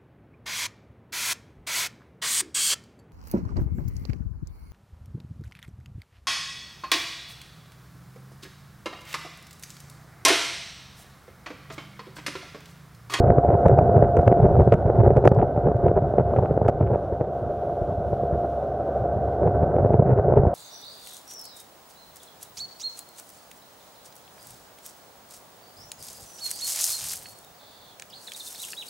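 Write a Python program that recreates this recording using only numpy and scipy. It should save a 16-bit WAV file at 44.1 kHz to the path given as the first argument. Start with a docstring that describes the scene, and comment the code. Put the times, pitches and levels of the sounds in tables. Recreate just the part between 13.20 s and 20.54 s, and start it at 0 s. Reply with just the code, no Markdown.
"""Outboard motor in a headwind

A small two-stroke outboard at a steady firing rate: sine orders over an exhaust roar of coloured noise.
Headwind buffets the microphone ports: noise rumble and flutter, slow thumps, ringing thuds when an eddy
breaks, and clicking snaps when the capsule is overdriven. The wake hisses faintly as high noise.
The recorder lowers its gain after loud moments and rounds the highest peaks."""
import sys
import numpy as np
from scipy import signal
from scipy.fft import rfft, irfft, next_fast_len
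from scipy.io import wavfile
from scipy.ndimage import uniform_filter1d

SR = 44100
rng = np.random.default_rng(int(sys.argv[2]) if len(sys.argv) > 2 else 0)


def wav_out(sig):
    """Save sig, one row per channel (or a flat mono array), as 16-bit PCM at SR to the path in sys.argv[1]."""
    wavfile.write(sys.argv[1], SR, np.round(np.clip(np.atleast_2d(sig).T, -1, 1) * 32767).astype(np.int16))


N = 323694

# motor loudness: time_s, level_db
MOTOR_LEVEL = [(0, -26), (1, -27.5), (2, -32), (3, -32.5), (4, -35), (5, -33.5), (6, -31.5), (7.34, -30.5)]
# orders of the firing rate: multiple, relative_level_db
FIRING_ORDERS = [(1, -6.5), (2, -14), (3, -18), (4, -18), (5, -16), (6, -11), (7, -12), (9, -14), (10, 0),
                 (11, -11), (12, -26), (15, -28), (16, -34), (21, -35), (22, -27.5)]
# exhaust roar spectrum: frequency_hz, relative_gain_db
ROAR_SPECTRUM = [(40, -40), (90, -8), (220, -14.5), (400, -7.5), (510, -6), (580, 1), (650, -3), (740, -5),
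                 (820, -14), (1000, -24), (1450, -25.5), (1750, -41), (2050, -44.5), (2300, -54),
                 (3500, -75)]
FIRING_HZ = 69.42


def motor(roar_db, gate, waver_db, slip_rad):
    """Firing-rate orders, each slipping in phase, over an exhaust roar that swells once per firing."""
    level_db, = in_time(MOTOR_LEVEL)
    firing_hz = FIRING_HZ * (1 + .002 * drift(1.5) + .002 * drift(8))
    turn_rad = 2 * np.pi * np.cumsum(firing_hz) / SR
    starts_rad = rng.uniform(0, 2 * np.pi, len(FIRING_ORDERS))
    tones = np.zeros(N)
    for (multiple, db), start_rad in zip(FIRING_ORDERS, starts_rad):
        order_db = db + waver_db * (1.1 * drift(1.9) + drift(11.0))
        phase_rad = multiple * turn_rad + start_rad + slip_rad * drift(12.0)
        tones += from_db(order_db) * np.sin(phase_rad)
    swell = (1 + gate * np.cos(turn_rad)) * from_db(1.6 * drift(29.0))
    roar = noise(ROAR_SPECTRUM, swell)
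    return from_db(level_db) * (np.sqrt(2) * tones + from_db(roar_db) * roar)


# headwind under the buffets: time_s, rumble_level_db
WIND_LEVEL = [(0.0, -15.5), (0.33, -35.5), (0.63, -18), (1.02, -24.5), (1.33, -19.5), (1.68, -25.5),
              (2.0, -18), (2.33, -29), (3.0, -26), (3.45, -29.5), (3.7, -28.5), (3.9, -37.5), (4.99, -37),
              (5.52, -41.5), (6.81, -23.5), (6.91, -28), (7.24, -23), (7.34, -28)]
# buffets: start_s, length_s, swell_db, flutter_re_swell_db
WIND_BUFFETS = [(0.004, 0.0023, 2, -11), (0.069, 0.017, -18.5, -3), (0.095, 0.024, -20.5, -12.5),
                (0.171, 0.023, -16, -1), (0.28, 0.066, -20.5, 6.5), (0.455, 0.018, -10, 0),
                (0.491, 0.061, -15, -3), (0.58, 0.013, -23.5, 5), (0.751, 0.033, -21.5, -9.5),
                (0.815, 0.037, -13.5, 3), (0.963, 0.032, -19, 1), (1.071, 0.015, -6, -18.5),
                (1.187, 0.054, -18, 0), (1.23, 0.031, -13.5, -2.5), (1.306, 0.024, -19.5, -4),
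                (1.366, 0.065, -12, 0), (1.466, 0.014, -20, -8), (1.519, 0.028, -9.5, 3),
                (1.655, 0.056, -24, -3), (1.78, 0.045, -16.5, -0.5), (1.837, 0.11, -18.5, -1.5),
                (1.957, 0.035, -21, 5), (2.042, 0.039, -12.5, 6.5), (2.103, 0.1, -23.5, 7.5),
                (2.207, 0.047, -19, 0), (2.359, 0.038, -24.5, -3), (2.437, 0.066, -26, -0.5),
                (2.548, 0.024, -19, -3), (2.636, 0.076, -16, -3), (2.753, 0.039, -18.5, 0.5),
                (2.977, 0.039, -21, 2.5), (3.057, 0.027, -26, 3.5), (3.16, 0.099, -26.5, 10.5),
                (3.298, 0.049, -38, 5.5), (3.361, 0.12, -32, 6), (3.472, 0.028, -28, 12),
                (3.602, 0.05, -23.5, 2), (3.707, 0.041, -25, 7), (3.918, 0.013, -25, -8),
                (4.001, 0.016, -26.5, 2), (4.21, 0.097, -32.5, -16), (4.612, 0.022, -20, -10),
                (4.675, 0.02, -27, -8), (4.712, 0.022, -29, -11), (4.779, 0.031, -20.5, -9),
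                (4.866, 0.022, -27.5, -15), (4.918, 0.021, -29, -14), (5.006, 0.044, -29.5, -6),
                (5.128, 0.054, -22, -7), (5.819, 0.026, -27, -1.5), (5.96, 0.031, -21, -9),
                (6.075, 0.024, -25, -10), (6.22, 0.091, -22, 3), (6.351, 0.077, -28, -3.5),
                (6.42, 0.022, -16, 0), (6.542, 0.076, -26.5, 4), (6.644, 0.028, -17, -1.5),
                (6.691, 0.077, -23, 0), (6.786, 0.024, -16, 4.5), (6.853, 0.089, -17.5, 2),
                (6.962, 0.039, -21, 5), (7.08, 0.069, -22, -1), (7.157, 0.045, -14.5, -1),
                (7.258, 0.023, -18, -1)]
BUFFET_EDGE_S = 0.011   # rise and fall
FLUTTER_UNDER_DB = -1.5   # flutter re rumble, between buffets
THUMP_LOW_HZ, THUMP_HIGH_HZ = 88.25, 135.1
THUMP_DB, BUFFET_RUMBLE_DB = -7, -3.5   # both re swell_db


def headwind():
    """Rumble and flutter curves in dB, plus thumps: each buffet swings the diaphragm slowly."""
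    wind_db, = in_time(WIND_LEVEL)
    rumble = from_db(wind_db)
    flutter = from_db(wind_db + FLUTTER_UNDER_DB)
    thumps = np.zeros(N)
    chances = rng.uniform(0, 1, (len(WIND_BUFFETS), 2))
    for (start_s, length_s, db, flutter_db), (pitch, phase) in zip(WIND_BUFFETS, chances):
        first_s = max(start_s - BUFFET_EDGE_S, 0)
        t = first_s + np.arange(round((length_s + 2 * BUFFET_EDGE_S) * SR)) / SR
        nearest_edge_s = np.minimum(t - start_s, start_s + length_s - t)
        shape = from_db(db) * np.clip(nearest_edge_s / BUFFET_EDGE_S + .5, 0, 1)
        hz = THUMP_LOW_HZ + pitch * (THUMP_HIGH_HZ - THUMP_LOW_HZ)
        add(rumble, first_s, from_db(BUFFET_RUMBLE_DB) * shape)
        add(flutter, first_s, from_db(flutter_db) * shape)
        add(thumps, first_s, np.sqrt(2) * shape * np.sin(2 * np.pi * (hz * t + phase)))
    return 20 * np.log10(rumble), 20 * np.log10(flutter), from_db(THUMP_DB) * thumps


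# rumble spectrum: frequency_hz, relative_gain_db
RUMBLE_SPECTRUM = [(15, -30), (25, -18), (60, -4.5), (103, 1), (125, 0.5), (263, -17), (306, -37),
                   (356, -7), (400, -9), (520, -31.5), (880, -120)]
# flutter spectrum: frequency_hz, relative_gain_db
FLUTTER_SPECTRUM = [(130, -37), (220, -8.5), (289, -8.5), (402, 12), (678, 2), (943, -6), (1120, -19.5),
                    (1400, -18), (1780, -28), (3330, -53.5), (4330, -61), (7330, -120)]


def wind(rumble_db, flutter_db, lumpy_db, grains_per_s, grain_db):
    """Pressure lumps shared by rumble and crackling flutter: small eddies tap the port cavity."""
    eddies = drift(31.0)
    rumble = noise(RUMBLE_SPECTRUM, from_db(lumpy_db * eddies))
    hits = rng.random(N) < grains_per_s / SR
    taps = hits * from_db(grain_db * np.minimum(rng.exponential(1, N), 2.0))
    taps = uniform_filter1d(taps, size=40)   # each tap lasts about 1 ms
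    lumps = from_db(lumpy_db * 1.48 * eddies) * (0.52 + rms_one(taps))
    flutter = noise(FLUTTER_SPECTRUM, lumps)
    return from_db(rumble_db) * rumble + from_db(flutter_db) * flutter


# strong eddies breaking on the ports: middle_s, ring_db, sink_db
STRONG_THUDS = [(0.081, -11.5, -11), (0.1041, -2.5, -4), (0.1847, -3, -18), (0.238, -9, -21.5),
                (0.2493, -8.5, -30), (0.2889, -10, -7), (0.3049, -3, -25), (0.3184, -23, -23.5),
                (0.3285, -10.5, -25.5), (0.352, -7.5, -9.5), (0.4624, 0, -13), (0.486, -9, -25.5),
                (0.4968, -2.5, -34), (0.5151, -5, -18), (0.5292, -10, -18.5), (0.5898, 1, -7),
                (0.6135, -5.5, -26), (0.645, -12.5, -24.5), (0.717, -12, -24), (0.7297, -16, -32),
                (0.7671, -7, -19), (0.7806, -4, -11), (0.793, -9.5, -34), (0.8258, -1.5, -6),
                (0.957, -11, -32), (0.9712, -6, -22), (0.9898, -19, -15), (1.032, -10, -27),
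                (1.08, -0.5, -18), (1.103, -13, -23), (1.1166, -3.5, -8), (1.127, -3, -25),
                (1.172, -9, -28.5), (1.2017, -6.5, -7), (1.244, -9.5, -9), (1.266, -8, -22.5),
                (1.3552, -5, -19), (1.3672, -5.5, -22), (1.3983, -2, -12), (1.4193, -10, -24),
                (1.4768, -6.5, -9.5), (1.5242, -0.5, -15), (1.533, -4, -13.5), (1.5417, -12, -7),
                (1.7882, -14, -12.5), (1.806, -8, -11), (1.8642, -5.5, -24), (1.9058, -5, -29),
                (1.965, -7.5, -14), (1.972, -3.5, -13), (2.041, -5.5, -33), (2.0554, 0, -14),
                (2.0636, -1, -21), (2.0768, 4.5, -23), (2.1168, -6.5, -2.5), (2.1643, -11, -25),
                (2.2308, -4.5, -23), (2.3645, -18, -22), (2.3777, -9.5, -20), (2.473, -6.5, -16),
                (2.487, -9.5, -13), (2.5176, -10, -33), (2.6674, -6, -19), (2.7155, -7.5, -21),
                (2.7881, -13, -18), (2.824, -13, -23), (2.9396, -11, -30), (2.9848, -5, -16.5),
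                (2.9984, -7, -26), (3.1375, -8.5, -16.5), (3.1628, -8, -21), (3.1878, -6, -9.5),
                (3.1934, -11.5, -25), (3.3112, -6.5, -20), (3.377, -6.5, -30), (3.4171, -6, -13),
                (3.488, -2.5, -34), (3.4965, -5.5, -32), (3.6101, -10, -14), (3.717, -11.5, -35),
                (3.7588, -11, -18), (4.0113, -10, -18), (4.9311, -12, -22), (5.035, -15, -23),
                (6.071, -22, -26), (6.2771, -8, -24), (6.431, -15, -13), (6.5676, -8.5, -30),
                (6.5868, -5, -15.5), (6.661, -6.5, -12), (6.7066, -12, -24), (6.743, -2, -15.5),
                (6.752, -11, -11), (6.7952, -9.5, -4), (6.824, -10.5, -9.5), (6.8814, -17, -17.5),
                (6.8953, -8, -25), (6.9891, -10.5, -33), (7.0692, -18, -26), (7.0836, -11.5, -20),
                (7.0942, -18, -24.5), (7.1011, -10, -21), (7.1248, -7, -40), (7.139, -7.5, -22),
                (7.1707, -16.5, -17), (7.2353, -6.5, -15), (7.253, -9, -28.5), (7.2688, -9.5, -11)]
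SMALL_THUDS_PER_S, FULL_WIND_DB = 20, -19   # rate at full wind; flutter level that counts as full
SMALL_THUD_DB, SMALL_SINK_DB = 4, -10   # ring re wind; sink re ring


def eddies_breaking(flutter_db):
    """Time, ring dB and sink dB of all thuds: strong ones, then random small ones, denser in strong wind."""
    odds = SMALL_THUDS_PER_S / SR * np.minimum(from_db(flutter_db - FULL_WIND_DB), 1) ** 2
    small = np.flatnonzero(rng.random(N) < odds)
    small = small[small > 700]   # room for the burst's first half
    small_db = np.minimum(flutter_db[small], FULL_WIND_DB) + SMALL_THUD_DB
    return np.c_[np.transpose(STRONG_THUDS), [small / SR, small_db, small_db + SMALL_SINK_DB]]


THUD_LOW_HZ, THUD_HIGH_HZ = 440, 620   # cavity ring
THUD_WIDTH_S, THUD_WIDER_S = 0.0018, 0.00041   # about the least width at half height; scale of the extra
SINK_AFTER_S, SINK_HZ, SINK_WIDTH_S = 0.0026, 127, 0.0068


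def thuds(times_s, db, sink_db, under_db, spray_db, apart_db):
    """Each eddy briefly rings the port cavity, unevenly left and right, with a puff of brighter
    turbulence; then the diaphragm sinks once and swings back."""
    start, ratio, lean, pitch, long = rng.uniform(0, 1, (len(times_s), 5)).T
    hz = THUD_LOW_HZ + pitch * (THUD_HIGH_HZ - THUD_LOW_HZ)
    width_s = THUD_WIDTH_S - THUD_WIDER_S * np.log(long + 0.054)

    def swing(k, t):
        turn_rad = 2 * np.pi * (hz[k] * t + start[k])
        undertone = np.sin(turn_rad * (0.2 + 0.72 * ratio[k]))
        return from_db(db[k]) * (np.sin(turn_rad) + from_db(under_db) * undertone)

    def sag(k, t):
        return -from_db(sink_db[k]) * np.cos(2 * np.pi * SINK_HZ * t)

    cavity = bursts(times_s, width_s, swing)
    side = bursts(times_s, width_s, lambda k, t: (2 * lean[k] - 1) * swing(k, t - .0004))
    puffs = bursts(times_s, width_s * 1.4, lambda k, t: from_db(db[k] + spray_db))
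    puff_spectrum = [(500, -30.5), (900, 15.5), (1800, -10.5), (3500, -35.0), (6000, -66.5)]   # Hz, dB
    spray = puffs * noise(puff_spectrum, 1)
    sink = bursts(times_s + SINK_AFTER_S, times_s * 0 + SINK_WIDTH_S, sag)
    return cavity + sink + from_db(apart_db) * side * [[1], [-1]] + spray


# strong capsule snaps, before the mix gains and tip filter: time_s, body_db, treble_db
STRONG_SNAPS = [(0.0783, -32, -70.5), (0.184, -38.5, -68.5), (0.2894, -33, -74), (0.305, -37, -76),
                (0.463, -26, -51.5), (0.484, -20.5, -49), (0.5124, -33, -67), (0.589, -16, -50),
                (0.7595, -35, -74), (0.8254, -36.5, -84), (0.969, -20.5, -46), (0.974, -25.5, -66),
                (1.0143, -34, -61), (1.032, -35, -63), (1.0768, -16.5, -80), (1.0788, -12.5, -46),
                (1.1012, -39, -73), (1.117, -28, -70), (1.1244, -25.5, -68), (1.128, -32, -71),
                (1.132, -38.5, -75), (1.198, -36, -78), (1.2249, -32, -83.5), (1.2316, -43, -86),
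                (1.2466, -38.5, -79.5), (1.3449, -39, -77), (1.3949, -35.5, -68), (1.398, -32, -77),
                (1.415, -41.5, -55), (1.521, -28, -57), (1.524, -11, -46), (1.5283, -21, -60),
                (1.5319, -34, -66), (1.5398, -16.5, -43.5), (1.804, -31.5, -76), (1.853, -34, -74),
                (1.8634, -36, -74), (1.8977, -44, -84), (1.9645, -35, -65), (1.9694, -21, -49),
                (1.9744, -37, -67), (1.9805, -33, -70), (2.0474, -24, -60), (2.054, -15, -45),
                (2.0612, -32, -55), (2.0763, -12, -32), (2.084, -45, -55), (2.09, -45, -51),
                (2.115, -40.5, -56.5), (2.118, -26, -52), (2.1488, -37, -54.5), (2.1994, -31, -76),
                (2.216, -25, -90), (2.227, -29.5, -86), (2.2441, -42, -75), (2.366, -38, -73),
                (2.3748, -37.5, -72), (2.4724, -48, -79), (2.4842, -39, -78), (2.566, -45.5, -60),
                (2.6646, -32, -74), (2.6835, -24.5, -72), (2.688, -36, -65), (2.7875, -33.5, -73),
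                (2.9823, -33, -83), (2.9923, -29.5, -78), (2.999, -37, -81), (3.1658, -25, -85),
                (3.1732, -31, -83), (3.185, -40, -87), (3.19, -34, -85), (3.2589, -28.5, -79),
                (3.3089, -47.5, -80), (3.4818, -26, -56), (3.4841, -19, -45.5), (3.4944, -27, -51),
                (3.499, -32, -60), (3.6102, -30.5, -71), (3.6277, -31, -76), (3.6662, -35, -85),
                (3.6746, -33, -82), (4.0106, -30.5, -75), (6.2747, -37, -81), (6.43, -35, -83),
                (6.5649, -30, -80), (6.736, -29.5, -70), (6.7503, -41, -76), (6.7962, -36, -80),
                (6.893, -33, -76), (6.918, -34, -76), (6.9761, -33.5, -77), (7.122, -37.5, -80),
                (7.138, -34, -80), (7.1632, -32, -80), (7.177, -34, -77), (7.187, -36, -77),
                (7.276, -33, -72)]
# housing knock: frequency_hz, gain_db, t60_s
HOUSING_MODES = [(1310, 10.5, 0.014), (2240, -11.5, 0.022)]
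TICK_DB, TICK_SPREAD_DB, TICK_TREBLE_DB = -42, 2.5, -41.5   # re thud; scatter; tip re body


def snaps(thud_s, thud_db, body_hz, body_s, tip_s, apart):
    """A kink in the diaphragm's motion: dull click, housing knock and a noisy tip that differs by port.
    Every thud adds a faint one."""
    tick_db = thud_db + TICK_DB + TICK_SPREAD_DB * rng.standard_normal(len(thud_s))
    ticks = [thud_s, tick_db, tick_db + TICK_TREBLE_DB]
    times_s, db, treble_db = np.c_[np.transpose(STRONG_SNAPS), ticks]
    spread = rng.uniform(-1.8, 1, (len(times_s), 2))
    grit = rng.standard_normal((2, N))

    def click(k, t):
        hz = body_hz * (1 + 0.028 * spread[k, 0])
        return from_db(db[k]) * np.cos(2 * np.pi * hz * t + np.pi * spread[k, 1])

    body = bursts(times_s, times_s * 0 + body_s, click)
    tip_level = bursts(times_s, times_s * 0 + tip_s, lambda k, t: from_db(treble_db[k]))
    tip = tip_level * (grit[0] + apart * grit[1] * [[1], [-1]])
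    tip = signal.sosfilt(signal.butter(2, [1500, 7000], "band", fs=SR, output="sos"), tip)
    knock = sum(from_db(gain_db) * ring(body, hz, t60_s) for hz, gain_db, t60_s in HOUSING_MODES)
    return from_db(-4.0) * body + knock + from_db(8.0) * tip


# wake spray loudness: time_s, level_db
WAKE_LEVEL = [(0, -69), (1.5, -66), (2.5, -70.5), (3.7, -69), (4.5, -66.5), (5.4, -66), (6.2, -69),
              (7.34, -73)]
# wake spectrum: frequency_hz, relative_gain_db
WAKE_SPECTRUM = [(1500, -27.5), (2400, -2), (3600, -2.5), (4700, -9.5), (5900, -8), (7500, -15),
                 (9000, -13.5), (16000, -16)]


def wake():
    """Spray of the wake: faint, fairly steady high hiss."""
    level_db = in_time(WAKE_LEVEL)[0] + 1.1 * drift(6)
    return from_db(level_db) * noise(WAKE_SPECTRUM, 1)


def from_db(db):
    """Gain of a level in dB."""
    return 10 ** (np.asarray(db) / 20)


def rms_one(x):
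    """Scaled to rms 1."""
    return x / np.sqrt(np.mean(x ** 2) + 1e-20)


def in_time(rows):
    """Each column after the time as a curve over all samples."""
    times_s, *columns = np.transpose(rows)
    return [np.interp(np.arange(N) / SR, times_s, column) for column in columns]


def at_hz(points, hz):
    """A spectrum read on a log-frequency axis."""
    points_hz, values = np.array(points).T
    return np.interp(np.log(hz), np.log(points_hz), values)


def drift(rate_hz):
    """Slow chance: noise at every 40th sample through a double one-pole low-pass; spread about 1."""
    r = np.exp(-80 * np.pi * rate_hz / SR)
    white = rng.standard_normal(N // 40 + 2002)
    slow = signal.lfilter([1], [1, -2 * r, r * r], white)[2000:]   # drop the run-in
    return np.interp(np.arange(N) / 40, np.arange(len(slow)), rms_one(slow))


# left-right likeness of noise at the ports: frequency_hz, correlation_0_to_1
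PORT_LIKENESS = [(25, .995), (70, 0.98), (250, 0.97), (500, 0.99), (1000, 0.98), (2000, 0.96), (4000, .72),
                 (9000, 0.18)]


def noise(spectrum, lumps):
    """Stereo noise, pulsed by lumps, then coloured; the ports hear it less alike in the treble; rms 1."""
    size = next_fast_len(N)
    hz = np.maximum(np.arange(size // 2 + 1) * SR / size, 1)
    pulsed = lumps * rng.standard_normal((2, N))
    mid, side = rfft(pulsed, size) * from_db(at_hz(spectrum, hz))
    alike = np.clip(at_hz(PORT_LIKENESS, hz), 0, 1)
    both = np.sqrt(1 + alike) * mid + np.sqrt(1 - alike) * side * [[1], [-1]]
    return rms_one(irfft(both, size)[:, :N])


def add(out, start_s, sound):
    """Mix a short sound in at start_s."""
    i = round(start_s * SR)
    out[..., i:i + sound.shape[-1]] += sound[..., :N - i]


def bursts(times_s, widths_s, shape):
    """One bell per time, width at half height; shape(k, t) is what burst k carries around its middle."""
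    out, t = np.zeros(N), np.arange(-660, 660) / SR
    for k, (middle_s, width_s) in enumerate(zip(times_s, widths_s)):
        bell = np.exp(-np.log(16) * (t / width_s) ** 2)
        add(out, middle_s + t[0], bell * shape(k, t))
    return out


def ring(x, hz, t60_s):
    """One decaying mode, about unity gain at its peak."""
    r = 10 ** (-3 / (t60_s * SR))
    feedback = [1, -2 * r * np.cos(2 * np.pi * hz / SR), r * r]
    return signal.lfilter([(1 - r * r) / 2, 0, (r * r - 1) / 2], feedback, x + 1e-18)


def scene():
    """Motor, wind on the ports and the faint wake."""
    rumble_db, flutter_db, thumps = headwind()
    times_s, db, sink_db = eddies_breaking(flutter_db)
    # flutter is cut 5 dB to stay under the thuds
    air = thumps + wind(rumble_db, flutter_db - 5, lumpy_db=3.0, grains_per_s=250.0, grain_db=2.0)
    air = air + thuds(times_s, db, sink_db, under_db=-9.5, spray_db=-25.0, apart_db=-10.5)
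    air = air + snaps(times_s, db, body_hz=1410, body_s=0.00036, tip_s=0.0017, apart=.4)
    hiss = wake()
    return motor(roar_db=4.0, gate=0.05, waver_db=2.0, slip_rad=0.3) + air + hiss


def record(dry):
    """Gain sinks a little after loud moments and recovers; peaks are rounded; the top is cut."""
    knee_db, cut_db_per_db, over_fall_db_per_s = -10, .2, 70
    smooth_s, cutoff_hz = .006, 15800
    # coupling capacitor
    lean = signal.sosfilt(signal.butter(2, 40, "high", fs=SR, output="sos"), dry)
    peak_db = 20 * np.log10(np.abs(lean).max(axis=0) + 1e-9)
    over_db = np.maximum(peak_db - knee_db, 0)
    fall_db = over_fall_db_per_s * np.arange(N) / SR
    held_db = np.maximum.accumulate(over_db + fall_db) - fall_db
    r = np.exp(-1 / (smooth_s * SR))
    levelled = lean * from_db(-cut_db_per_db * signal.lfilter([1 - r], [1, -r], held_db))
    rounded = levelled / (1 + levelled ** 4) ** .25   # preamp near full scale
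    cut = signal.sosfilt(signal.ellip(11, .1, 60, cutoff_hz, fs=SR, output="sos"), rounded)
    cut = cut * from_db([[-.2], [.2]])   # right capsule slightly more sensitive
    return np.clip(cut, -1, 1)


dry = scene()
out = record(dry)
wav_out(out)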